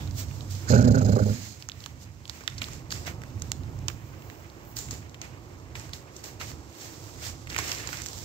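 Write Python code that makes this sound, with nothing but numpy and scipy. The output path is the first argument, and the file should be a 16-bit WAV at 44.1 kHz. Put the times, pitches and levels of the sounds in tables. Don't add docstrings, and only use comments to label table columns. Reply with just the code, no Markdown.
import sys
import numpy as np
from scipy import signal
from scipy.fft import rfft, irfft
from scipy.io import wavfile
from scipy.ndimage import uniform_filter1d

SR = 44100
rng = np.random.default_rng(int(sys.argv[2]) if len(sys.argv) > 2 else 0)


def pcm_store(signal):
    levels = np.round(np.clip(np.atleast_2d(signal), -1, 1) * 32767)
    wavfile.write(sys.argv[1], SR, levels.astype(np.int16).T)


def volts_from_db(level):
    exponent = np.asarray(level, float) / 20
    return 10 ** exponent


N = 363384

# t/s, pitch f/Hz, effort level/dB, mouth opening level/dB
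GROWL = [
    (0.705, 113.3, -16, 1),
    (0.74, 109.7, -16, 11.5),
    (0.84, 110, -18, -1.5),
    (0.96, 107.5, -18, 0.5),
    (1.1, 103.7, -17, -0.5),
    (1.19, 107.1, -23, -4),
    (1.29, 101.6, -26.5, -9),
    (1.37, 107.4, -29, -9),
    (1.5, 99.8, -41, -12),
]
# t/s, chest level/dB, throat level/dB, chest tuning ratio, throat tuning ratio
SLAPS = [(.694, 3.5, 0.5, 1.01, 1.0), (.726, 3.5, 0, 1.05, 1.04), (.752, 0.5, -2, 1.11, 1.006),
         (.786, 2.5, -2, 1.0, 1), (.817, 0, -1, 1, 0.98), (.842, 4, -2, .97, .98),
         (0.874, 0.5, -0.5, .97, .96), (.903, 1, -2.5, 1, 0.97), (.936, -6, -3, 1.04, 0.99),
         (.962, 0.5, -2.5, 1.02, 1.03), (1.008, 0.5, -1, 1, 0.97), (1.048, -1.5, 0, 0.98, 0.94),
         (1.083, -1, -1, 1.0, 1.0), (1.124, 2.5, 0, 0.97, 1.05), (1.159, -5, 4.5, 1.1, 0.96),
         (1.191, -4, 6.5, 1.03, 1.02), (1.209, 7, -2, 1.04, 1.0), (1.257, 2.5, 7, 0.95, 1.01),
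         (1.296, 2.5, 0, 1, 1)]
# t/s, level/dB, f/Hz, length/s
MOUTH_RINGS = [(0.684, 0, 1450, .008), (0.732, 4, 1450, 0.016), (0.759, 8, 1490, .01),
               (0.789, 4.5, 1450, .014), (0.82, -4, 1430, .01), (0.843, -0.5, 1570, 0.0088),
               (0.885, -1.5, 1450, 0.02), (0.949, 8, 1450, 0.0062), (0.977, 2, 1450, 0.013),
               (1.015, 1, 1350, 0.012), (1.08, -9, 1490, 0.016), (1.12, -4, 1450, 0.0092),
               (1.163, 5, 1210, 0.0033), (.7, -1, 1740, .012), (0.772, -4, 1800, .015),
               (.875, -5, 1730, .01), (1.177, -8, 1480, .007), (1.193, 1.5, 1450, 0.0063),
               (1.184, -2, 1180, .007), (1.23, -3, 1410, 0.0097), (1.297, -7, 1420, .008)]
# f/Hz, width/Hz, level/dB
CHEST = [(80.5, 27, -3.5), (102.7, 38, 2.5), (150, 30, 0), (205, 36, 0.5), (240.3, 34, -2.5)]
THROAT = [(416, 58, 4.5), (504, 66, 6), (593, 53, 4), (815, 92, -7), (940, 130, -39)]
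MOUTH = [(1180, 75, -4), (1450, 250, 14), (2240, 1130, 3)]
NOSE = [(2200, 500, -7.5), (4300, 520, 3), (4970, 450, 5), (5370, 430, -1.5), (6500, 380, -7),
        (6800, 1240, 3), (12260, 1900, -4)]

# t/s, peak level/dB, ring f/Hz, length/ms
BISCUIT_CRACKS = [(0.11, -43, 4930, 1.5), (0.3114, -44.5, 2460, 1.5), (0.408, -37, 3480, 1.3),
                  (0.551, -36, 6160, 1.6), (1.624, -21.5, 3700, 0.67), (1.6879, -15.5, 6660, 0.71),
                  (1.697, -18.5, 3720, 0.56), (1.718, -20.5, 3200, 1.1), (1.8046, -29, 4700, 2),
                  (1.8394, -27, 4060, 1.6), (1.8608, -16, 4200, 0.45), (2.2544, -24, 3320, 0.92),
                  (2.278, -27, 5900, 1.5), (2.2962, -13.5, 5200, 0.39), (2.407, -26.5, 1750, 8.2),
                  (2.477, -6, 3820, 1.2), (2.5806, -21.5, 5030, 8.4), (2.6174, -13.5, 2790, 3.6),
                  (2.642, -15.5, 3690, 0.78), (2.6838, -27, 2450, 2.4), (2.7335, -21, 6320, 0.98),
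                  (2.906, -19.5, 3690, 1.9), (2.9223, -11, 4180, 3.2), (3.069, -21.5, 4800, 4),
                  (3.0767, -20, 2150, 5.7), (3.218, -27.5, 1920, 4.2), (3.4205, -14.5, 7640, 2.2),
                  (3.5174, -7.5, 6670, 1), (3.8828, -10.5, 5740, 0.98), (4.222, -31.5, 2420, 1.84),
                  (4.767, -11, 7600, 2.9), (4.7885, -12.5, 7680, 4.5), (4.8862, -21, 2330, 1.7),
                (4.9093, -12, 7060, 3), (5.1442, -23.5, 2700, 3.7), (5.215, -20.5, 2560, 4.3),
                (5.7533, -18, 2350, 4.5), (5.797, -16.5, 6800, 1.3), (5.933, -19, 3960, 3),
                (6.1648, -19, 7500, 5.5), (6.24, -20, 6600, 3.4), (6.3997, -26, 2780, 1.9),
                (6.4123, -19.5, 3600, 3.5), (6.4188, -26, 5130, 1.6), (6.516, -22, 1480, 2.5),
                (7.236, -21, 3270, 4.5), (7.4715, -22, 2150, 2.7), (7.5015, -20, 4230, 2.3),
                (7.529, -26, 4080, 3), (7.5631, -10.5, 2190, 3.1), (7.58, -12, 6500, 2.6),
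                (7.587, -7, 2400, 1.2), (7.717, -10.5, 5000, 1.5), (7.873, -17, 6340, 3.5),
                (7.929, -19, 1730, 6.7), (7.9868, -24.5, 5300, 3.9), (8.0184, -19, 7300, 3.1),
                (8.0612, -14.5, 7300, 0.85), (8.1318, -21.5, 6800, 1.1), (8.1805, -21, 7400, 0.41)]
# t/s, peak level/dB,
# ring f/Hz
SPLINTERS = [(0.075, -42, 4100), (0.2846, -46, 4920), (3.236, -25.5, 1900), (3.398, -28, 8424),
             (3.6347, -37, 4320), (3.7898, -34, 6500), (4.5, -30, 4100), (4.3, -23, 2310), (8, -23, 1935),
             (8.0849, -23, 6300), (4.65, -33, 13000), (4.5, -33, 12000), (7.5461, -19, 2240),
             (7.641, -21, 6500), (7.679, -17, 7400), (7.693, -20, 4167), (7.498, -22, 6800),
             (7.785, -23, 4630), (7.744, -30, 2000), (7.5795, -15, 2484), (7.588, -8, 8100),
             (0.7, -20, 5600), (0.742, -24, 5000), (1.38, -30, 12970), (3.9, -23.5, 1620),
             (3.5185, -14, 3500), (2.4785, -13, 2000), (1.689, -21.5, 1500), (1.8623, -23.5, 1300),
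             (2.298, -29, 2800), (3.884, -14.5, 2650), (5.216, -16.5, 6500), (5.85, -36, 1200),
             (5.893, -25, 1800), (5.6, -33, 7000),
             (.810, -28, 6000), (.826, -28, 6500), (.849, -28, 5000), (.985, -27, 7200), (1.101, -32, 13000),
         (1.125, -31, 12500), (1.162, -26, 12000), (2.685, -27, 6000), (2.5, -25, 6500), (2.918, -17, 6000),
         (2.924, -14.5, 1500), (2.955, -26, 2500), (2.437, -29, 1200), (2.686, -25, 1200),
         (3.050, -30, 5000), (4.715, -26, 13500), (5.934, -23, 1700), (4.768, -22, 4860),
         (4.790, -28, 2200), (4.917, -22, 6400), (4.940, -24, 7200), (5.095, -30.5, 6400),
         (5.220, -27, 2500), (6.787, -27, 1852), (6.811, -26, 5400), (6.859, -26, 1667),
         (6.926, -20, 13500), (7.695, -27, 2300), (7.719, -16, 2770), (7.748, -22, 5500),
         (7.874, -14, 6500), (7.890, -21.5, 1700), (7.891, -29, 4200), (7.971, -23, 5500),
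         (8.035, -23, 7000), (8.040, -26, 5500), (8.066, -22, 6500), (8.187, -25, 6500)]
# t/s, left minus right level/dB
JAW_SIDE = [(0.3, -36.5), (1.7, -11), (2.55, -11), (2.7, -5.5), (3.1, -7), (3.9, -16.5), (4.7, 0),
            (5.5, -5.5), (6.3, 0), (7.3, -5.5), (8.1, -16.5)]

# t/s, peak level/dB, fade/s, dull part level/dB
BITES = [(0.001, -51, 0.12, 1), (0.501, -43.5, 0.2, -26), (2.615, -43, 0.08, -2.5),
         (2.906, -42.5, 0.17, -4.5), (3.06, -41, 0.057, -1), (3.882, -50.5, 0.066, 1),
         (4.763, -40, 0.11, -10), (4.909, -44.5, 0.089, -5.5), (5.215, -50, 0.1, 2),
         (5.754, -46.5, 0.15, -1), (5.933, -45.5, 0.069, -8), (6.237, -43, 0.092, -8.5),
         (6.4, -42.5, 0.11, -3.5), (7.218, -42.5, 0.11, -0.5), (7.493, -44.5, 0.28, 1),
         (7.585, -34.5, 0.042, 0.5), (7.62, -43, 0.23, 1)]
# t/s, peak level/dB, fade/s, dull part level/dB
SNIFFS = [(0.195, -38, 0.049, -12.5), (0.37, -52.5, 0.4, -10), (0.66, -56, 0.16, 4.5), (1.05, -52, .4, -6),
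          (1.33, -45.5, 0.23, -5.5), (1.46, -48, 0.11, -5), (1.61, -52, 0.038, -7),
          (1.83, -53.5, 0.14, -2.5), (2.026, -51, 0.044, -11), (2.36, -52, 0.13, -3), (2.53, -56, 0.24, 3),
          (2.73, -47.5, 0.077, -2.5), (3.28, -60.5, 0.11, -4), (3.46, -55.5, .13, -3), (4.254, -63, 1, 2),
          (5.45, -69, 1, 1), (6.178, -52, 0.072, -17), (6.49, -46, 0.054, -18), (6.841, -45.5, 0.12, -6.5),
          (7.04, -51, 0.63, -11.5), (7.263, -39, 0.073, -20), (7.71, -37, 0.14, -4.5),
          (7.935, -42, 0.15, -2), (8.18, -44, 0.43, -18.5)]
# t/s, lift level/dB, length/s
AIR_SWELLS = [
    (0.198, 6, .05),
    (1.29, 1, 0.033),
    (4.268, 11, 0.44),
    (4.703, 14, 0.066),
    (3.3, 4, .3),
    (6.64, -14, 0.072),
    (7.41, -14, 0.071),
]
# t/s, peak
# level/dB, f/Hz, width/Hz, fade/s
HOLLOWS = [(0.001, -52, 3500, 700, .08), (2.62, -48, 2300, 900, .04), (2.93, -47, 5000, 800, .09),
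           (2.931, -47, 7200, 1200, .1), (3.4205, -31, 7900, 1500, .004), (3.5175, -27, 7600, 1500, .003),
           (4.768, -45, 4500, 900, .05), (4.775, -40, 7200, 1500, .12), (4.912, -45, 7000, 1500, .07),
           (5.22, -53, 2500, 900, .08), (6.8, -52, 7200, 1500, .1), (7.59, -42, 2200, 700, .05)]
# f/Hz, level/dB per Hz
BRIGHT = [(1500, -11), (3000, -4.5), (4000, -0.5), (5500, 2), (7200, 1.5), (9000, 4.5), (11000, 3.5),
          (16000, -7)]
DULL = [(500, -1), (1000, -0.5), (2000, 6), (2800, 2), (4000, -13), (8000, -37)]
AIRY = [(8000, -48), (10000, -5), (13000, -2), (16000, 2.5)]

# t/s, peak level/dB, ring f/Hz
TRAY = [
    (2.41, -42, 490),
    (3.077, -31.5, 650),
    (4.93, -37, 460),
    (5.754, -38.5, 940),
    (6.412, -32.5, 1310),
    (7.588, -24, 1070),
]

# t/s, level/dB
HAND = [(0.0, -29.5), (0.314, -31.5), (0.66, -34), (1.56, -46), (2.08, -44), (2.45, -47.5), (2.58, -38.5),
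        (3.05, -39), (3.86, -34.5), (4.05, -42.5), (4.55, -46), (4.91, -40), (5.13, -46), (5.95, -44.5),
        (6.09, -50), (6.5, -42), (6.73, -50), (7.2, -42.5)]
# f/Hz, width/Hz, level/dB
HUM = [(97.9, 17, 0)]
# f/Hz, level/dB per Hz
RUMBLE = [(20, -73), (40, -17.5), (63, -7), (90, -3), (110, -2.5), (145, -8.5), (185, -17.5), (260, -17),
          (500, -53.5)]
MURMUR = [(120, -30), (200, -5.5), (240, -9), (320, 4.5), (400, -3), (700, -7), (1100, -9.5), (2000, -21.5),
          (4000, -34.5), (16000, -89)]
HISS = [(500, -35), (6000, -6), (11000, -19), (15000, -2), (17000, 7)]
# f/Hz, level/dB
PORT = [(20, -1), (7400, 2), (8400, -8), (9600, -21.5), (10500, -17.5), (12000, -9), (15650, -4),
        (15900, -44), (16600, -40), (17000, -59)]

GROWL_END_S = 1.58
FADE_DB = 13
LEFT_DB = -6.5


def growl():
    hz, effort_db, open_db = curves(GROWL)
    t = np.arange(N) / SR
    peak_s = GROWL[0][0]
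    on = (t > 0.67) & (t < GROWL_END_S)
    attack_db = -1003 * np.maximum(peak_s - t, 0)
    release_db = -11 * np.clip(1 - (GROWL_END_S - t) / 0.05, 0, 1)
    ends_db = attack_db + release_db
    chest_db = effort_db + ends_db
    throat_db = chest_db - 12.5 + 0.36 * open_db
    mouth_db = chest_db - 33 + open_db

    breath_lead_s, gasp_s = 0.0072, 0.083
    after = np.maximum(t - peak_s, 0)
    breath_db = -48 + 16 * np.exp(-after / gasp_s) - 6.5 * after
    breath_db += np.roll(ends_db, -int(breath_lead_s * SR))

    flap_hz, steady_s = 28.45, 0.88
    flaps = flap_hz * (t - 0.706) - 0.33 * np.clip((steady_s - t) / 0.08, 0, 1)
    flap = np.tanh(3.5 * np.cos(2 * np.pi * flaps) + 1.2)
    growing = np.clip(1 - (steady_s - t) / 0.12, 0.33, 1)
    calming = np.clip((1.32 - t) / 0.12, 0, 1)
    depth_db = 7 * growing * calming

    slap_s, slap_chest_db, slap_throat_db = np.transpose(SLAPS)[:3]
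    last = np.maximum(np.searchsorted(slap_s, t) - 1, 0)
    since = np.clip(t - slap_s[last], 0, 0.045)
    chest_push = volts_from_db(slap_chest_db[last] - 220 * since)
    throat_push = volts_from_db(slap_throat_db[last] - 420 * since)

    phase = np.cumsum(hz * (1 + 0.09 * walk(50))) / SR
    phase -= phase[(slap_s[last] * SR).astype(int)]
    new_cycle = np.diff(np.floor(phase), prepend=0) > 0
    pulses = unit(new_cycle * volts_from_db(2.2 * walk(120)))
    puffs = rng.standard_normal(N) * np.exp(-(phase % 1) / 0.45)
    new_slap = np.diff(last, prepend=-1) > 0
    slaps = 800 / 30 * uniform_filter1d(new_slap * volts_from_db(walk(30)), 40)

    chest = cavity((pulses + 0.7 * puffs + 1.77 * slaps) * chest_push, CHEST, column=3)
    chest *= volts_from_db(chest_db + 0.94)
    throat = cavity((pulses + 1.36 * puffs + 1.8 * slaps) * throat_push, THROAT, column=4)
    throat *= volts_from_db(throat_db + 2.5)
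    valley_hz, valley_width_hz = 320, 50
    valley = signal.iirnotch(valley_hz, valley_hz / valley_width_hz, SR)
    chest, throat = signal.lfilter(*valley, [chest, throat])

    mouth_air = (pulses + 2.2 * puffs) * chest_push * volts_from_db(3 * walk(30))
    mouth = unit(ring(mouth_air, MOUTH)) * volts_from_db(mouth_db)
    mouth += mouth_rings(pulses + 2 * puffs)
    chopped_db = breath_db + 1.8 * depth_db * (flap - 0.6) + 1.5 * walk(150)
    breath = unit(ring(pair(0.3, 2.6), NOSE)) * volts_from_db(chopped_db)

    voice = ports([chest, chest], -7, 24)
    voice += ports([throat, throat], -9, 18)
    voice += ports([mouth, mouth], -8, 16)
    return on * (voice + ports(breath, -16.5, 5))


def cavity(x, modes, column):
    tail = 8000
    out = np.zeros(N)
    edges = [int(row[0] * SR) for row in SLAPS] + [int(GROWL_END_S * SR)]
    for row, a, b in zip(SLAPS, edges, edges[1:]):
        moved = [(hz * row[column], width, db) for hz, width, db in modes]
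        out[a:b + tail] += ring(np.append(x[a:b], np.zeros(tail)), moved)
    return out / np.sqrt(np.mean(out[edges[0]:edges[-1]] ** 2))


def mouth_rings(air_flow):
    ring_db, width_hz, half = -32.5, 164, 2000
    out = np.zeros(N)
    t = np.arange(-half, half) / SR
    for s, db, hz, length_s in MOUTH_RINGS:
        near = slice(int(s * SR) - half, int(s * SR) + half)
        patch = ring(air_flow[near] * np.exp(-(t / length_s) ** 2), [(hz, width_hz, 0)])
        out[near] += patch / np.max(np.abs(patch)) * volts_from_db(ring_db + db)
    return out


def cracks():
    size, right_lag, side_scatter_db, splinter_ms = 2000, 11, 2.5, 1.4
    out = np.zeros((2, N + 2 * size))
    t = np.arange(size) / SR
    side_db, = curves(JAW_SIDE)
    broad = signal.butter(1, [1500, 14000], "band", fs=SR)
    jaw = signal.butter(2, [900, 2200], "band", fs=SR)
    small = [(*row, splinter_ms) for row in SPLINTERS]
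    for s, db, hz, ms in BISCUIT_CRACKS + small:
        start = int(s * SR)
        pan_db = side_db[start] + side_scatter_db * rng.standard_normal()
        dust = rng.standard_normal((3, size)) * volts_from_db(3.5 * rng.exponential(size=size))
        fade = np.exp(-t / (0.00079 * max(ms, 0.2))) + 0.06 * np.exp(-t / 0.0081)
        spray = (dust[0] + 0.8 * dust[1:]) * fade / np.sqrt(np.mean(dust ** 2))
        spray[:, 3] += 4.5
        piece = ring(spray, [(hz, 0.83 * hz, 0)]) + 0.33 * signal.lfilter(*broad, spray)
        knock = signal.lfilter(*jaw, spray)
        piece /= np.max(np.abs(piece), axis=1, keepdims=True)
        knock /= np.max(np.abs(knock), axis=1, keepdims=True)
        knock_db = -26.5 + 0.46 * (db + 20.5)
        both = volts_from_db(db - 5) * ports(piece + volts_from_db(knock_db) * knock, pan_db, 0)
        out[0, start:start + size] += both[0]
        out[1, start + right_lag:start + right_lag + size] += both[1]
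    return out[:, :N]


def crumble():
    bright_db, dull_db = chewing()
    flicker = walk(60)
    bright_grind_db = bright_db + 4 + 0.26 * flicker + 0.46 * walk(25)
    dull_grind_db = dull_db - 0.5 + 2.07 * flicker + 1.2 * walk(25)
    bright = unit(colour(pair(0.055, 3.2), BRIGHT)) * volts_from_db(bright_grind_db)
    dull = unit(colour(pair(0.34, 3.2), DULL)) * volts_from_db(dull_grind_db)
    bright += unit(colour(lone_grains(90), BRIGHT)) * volts_from_db(bright_db - 11.5)
    dull += unit(colour(lone_grains(60), DULL)) * volts_from_db(dull_db - 12.5)

    t = np.arange(N) / SR
    airy_db = -46.5 + 0.99 * (bright_db + 45) + 1.5 * walk(30) + 1.5 * walk(5)
    for s, lift_db, length_s in AIR_SWELLS:
        airy_db += lift_db * np.exp(-((t - s) / length_s) ** 2)
    bright += unit(colour(pair(0.1, 2), AIRY)) * volts_from_db(airy_db)
    return ports(bright + dull + hollows(), LEFT_DB, -12)


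def lone_grains(per_s):
    shared = (rng.random(N) < per_s / SR) * rng.standard_normal(N)
    return shared + 0.3 * (rng.random((2, N)) < per_s / SR)


def chewing():
    rest_db, bite_lag_s, bite_rise_s, fade_curve = -62.5, 0.006, 0.01, 1.33
    sniff_rise = 0.81
    t = np.arange(N) / SR
    power = volts_from_db(2 * rest_db) * np.ones((2, N))
    rows = [(s + bite_lag_s, *rest, bite_rise_s) for s, *rest in BITES]
    rows += [(*row, sniff_rise * row[2]) for row in SNIFFS]
    for s, db, fade_s, dull_db, rise_s in rows:
        near = slice(max(int((s - 3 * rise_s) * SR), 0), int((s + 3 * fade_s) * SR))
        away = np.maximum((s - t[near]) / rise_s, (t[near] - s) / fade_s)
        shape_db = db - FADE_DB * away ** fade_curve
        power[:, near] += volts_from_db(2 * (shape_db + np.array([[0], [dull_db]])))
    return 10 * np.log10(power)


def hollows():
    out = np.zeros((2, N))
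    t = np.arange(SR // 4) / SR
    for s, db, hz, width, fade_s in HOLLOWS:
        grit_db = 3.5 * np.minimum(rng.exponential(size=len(t)), 5)
        grains = rng.standard_normal((2, len(t))) * volts_from_db(grit_db)
        rattle = unit(ring(grains, [(hz, width, 0)])) * volts_from_db(db - FADE_DB * t / fade_s)
        out[:, int(s * SR):][:, :len(t)] += rattle
    return out


def tray():
    out = np.zeros(N)
    t = np.arange(2000) / SR
    for s, db, hz in TRAY:
        out[int(s * SR):][:2000] += volts_from_db(db + 3.5) * np.sin(2 * np.pi * hz * t) * np.exp(-t / 0.0027)
    return ports([out, out], -1, 4)


def walls(x):
    t60_s, build_s = 0.22, 0.036
    t = np.arange(SR // 2) / SR
    tail = rng.standard_normal((2, len(t))) * volts_from_db(-60 * t / t60_s) * np.clip(t / build_s, 0, 1)
    tail = signal.sosfilt(signal.butter(1, 500, "high", fs=SR, output="sos"), tail)
    return signal.fftconvolve(x[None], tail / np.sqrt(np.sum(tail[0] ** 2)), axes=1)[:, :N]


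def air():
    rumble_db, = curves(HAND)
    t = np.arange(N) / SR
    duck_db = -5.5 * (t > GROWL[0][0]) * np.clip(1 - (t - 2.6) / 0.29, 0, 1)
    murmur_db = -49.5 + 0.042 * (rumble_db + 44.5) + 0.21 * (chewing()[1] + 56) + duck_db
    near = 0.46 * np.clip(2 - t / 1.05, 0, 1)
    air_flow = pair(0.95)
    rumble = (1 - near) * unit(colour(air_flow, RUMBLE)) + near * unit(ring(air_flow, HUM))
    rumble *= volts_from_db(rumble_db + 0.75 * walk(12))
    murmur = unit(colour(pair(0.68), MURMUR)) * volts_from_db(murmur_db + 0.8 * walk(15))
    hiss = unit(colour(pair(0), HISS)) * volts_from_db(-67)
    return ports(rumble, LEFT_DB, 0) + ports(murmur, -5, -10) + hiss


def unit(x):
    return x / np.sqrt(np.mean(x ** 2))


def curves(table):
    s, *columns = np.transpose(table)
    return [np.interp(np.arange(N) / SR, s, c) for c in columns]


def colour(x, points):
    hz, db = np.transpose(points)
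    grid = np.arange(4097) * SR / 8192 + 1
    log_gain = np.interp(np.log(grid), np.log(hz), db) * np.log(10) / 20
    ceps = irfft(log_gain)
    ceps[1:4096] *= 2
    ceps[4097:] = 0
    response = irfft(np.exp(rfft(ceps)))
    return signal.fftconvolve(x, np.atleast_2d(response), axes=1)[:, :N]


def ring(x, modes):
    out = 0
    for hz, width, db in modes:
        peak = signal.iirpeak(hz, hz / width, SR)
        out = out + volts_from_db(db) * signal.lfilter(*peak, signal.lfilter(*peak, x))
    return out


def walk(rate):
    k = int(SR / rate)
    steps = np.repeat(rng.standard_normal(N // k + 1), k)
    return 1.3 * uniform_filter1d(uniform_filter1d(steps, k), k)[:N]


def pair(alike, grit_db=0.0):
    grains = volts_from_db(grit_db * np.minimum(rng.exponential(size=N), 5))
    mid, side = rng.standard_normal((2, N)) * grains
    return np.sqrt(1 + alike) * mid + np.sqrt(1 - alike) * side * np.array([[1], [-1]])


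def ports(x, pan_db, lag):
    return np.array([np.roll(x[0], lag) * volts_from_db(pan_db / 2), x[1] * volts_from_db(-pan_db / 2)])


def scene():
    dog = growl() + cracks() + tray()
    echo = volts_from_db(-19) * ports(walls(dog.mean(0)), LEFT_DB, 0)
    return dog + echo + crumble() + air()


def band_limit(x):
    return signal.sosfilt(signal.butter(12, 17000, fs=SR, output="sos"), x)


def record(dry):
    mix = np.tanh(1.014 * colour(dry, PORT)) / 1.219
    return band_limit(mix)


dry = scene()
out = record(dry)
pcm_store(out)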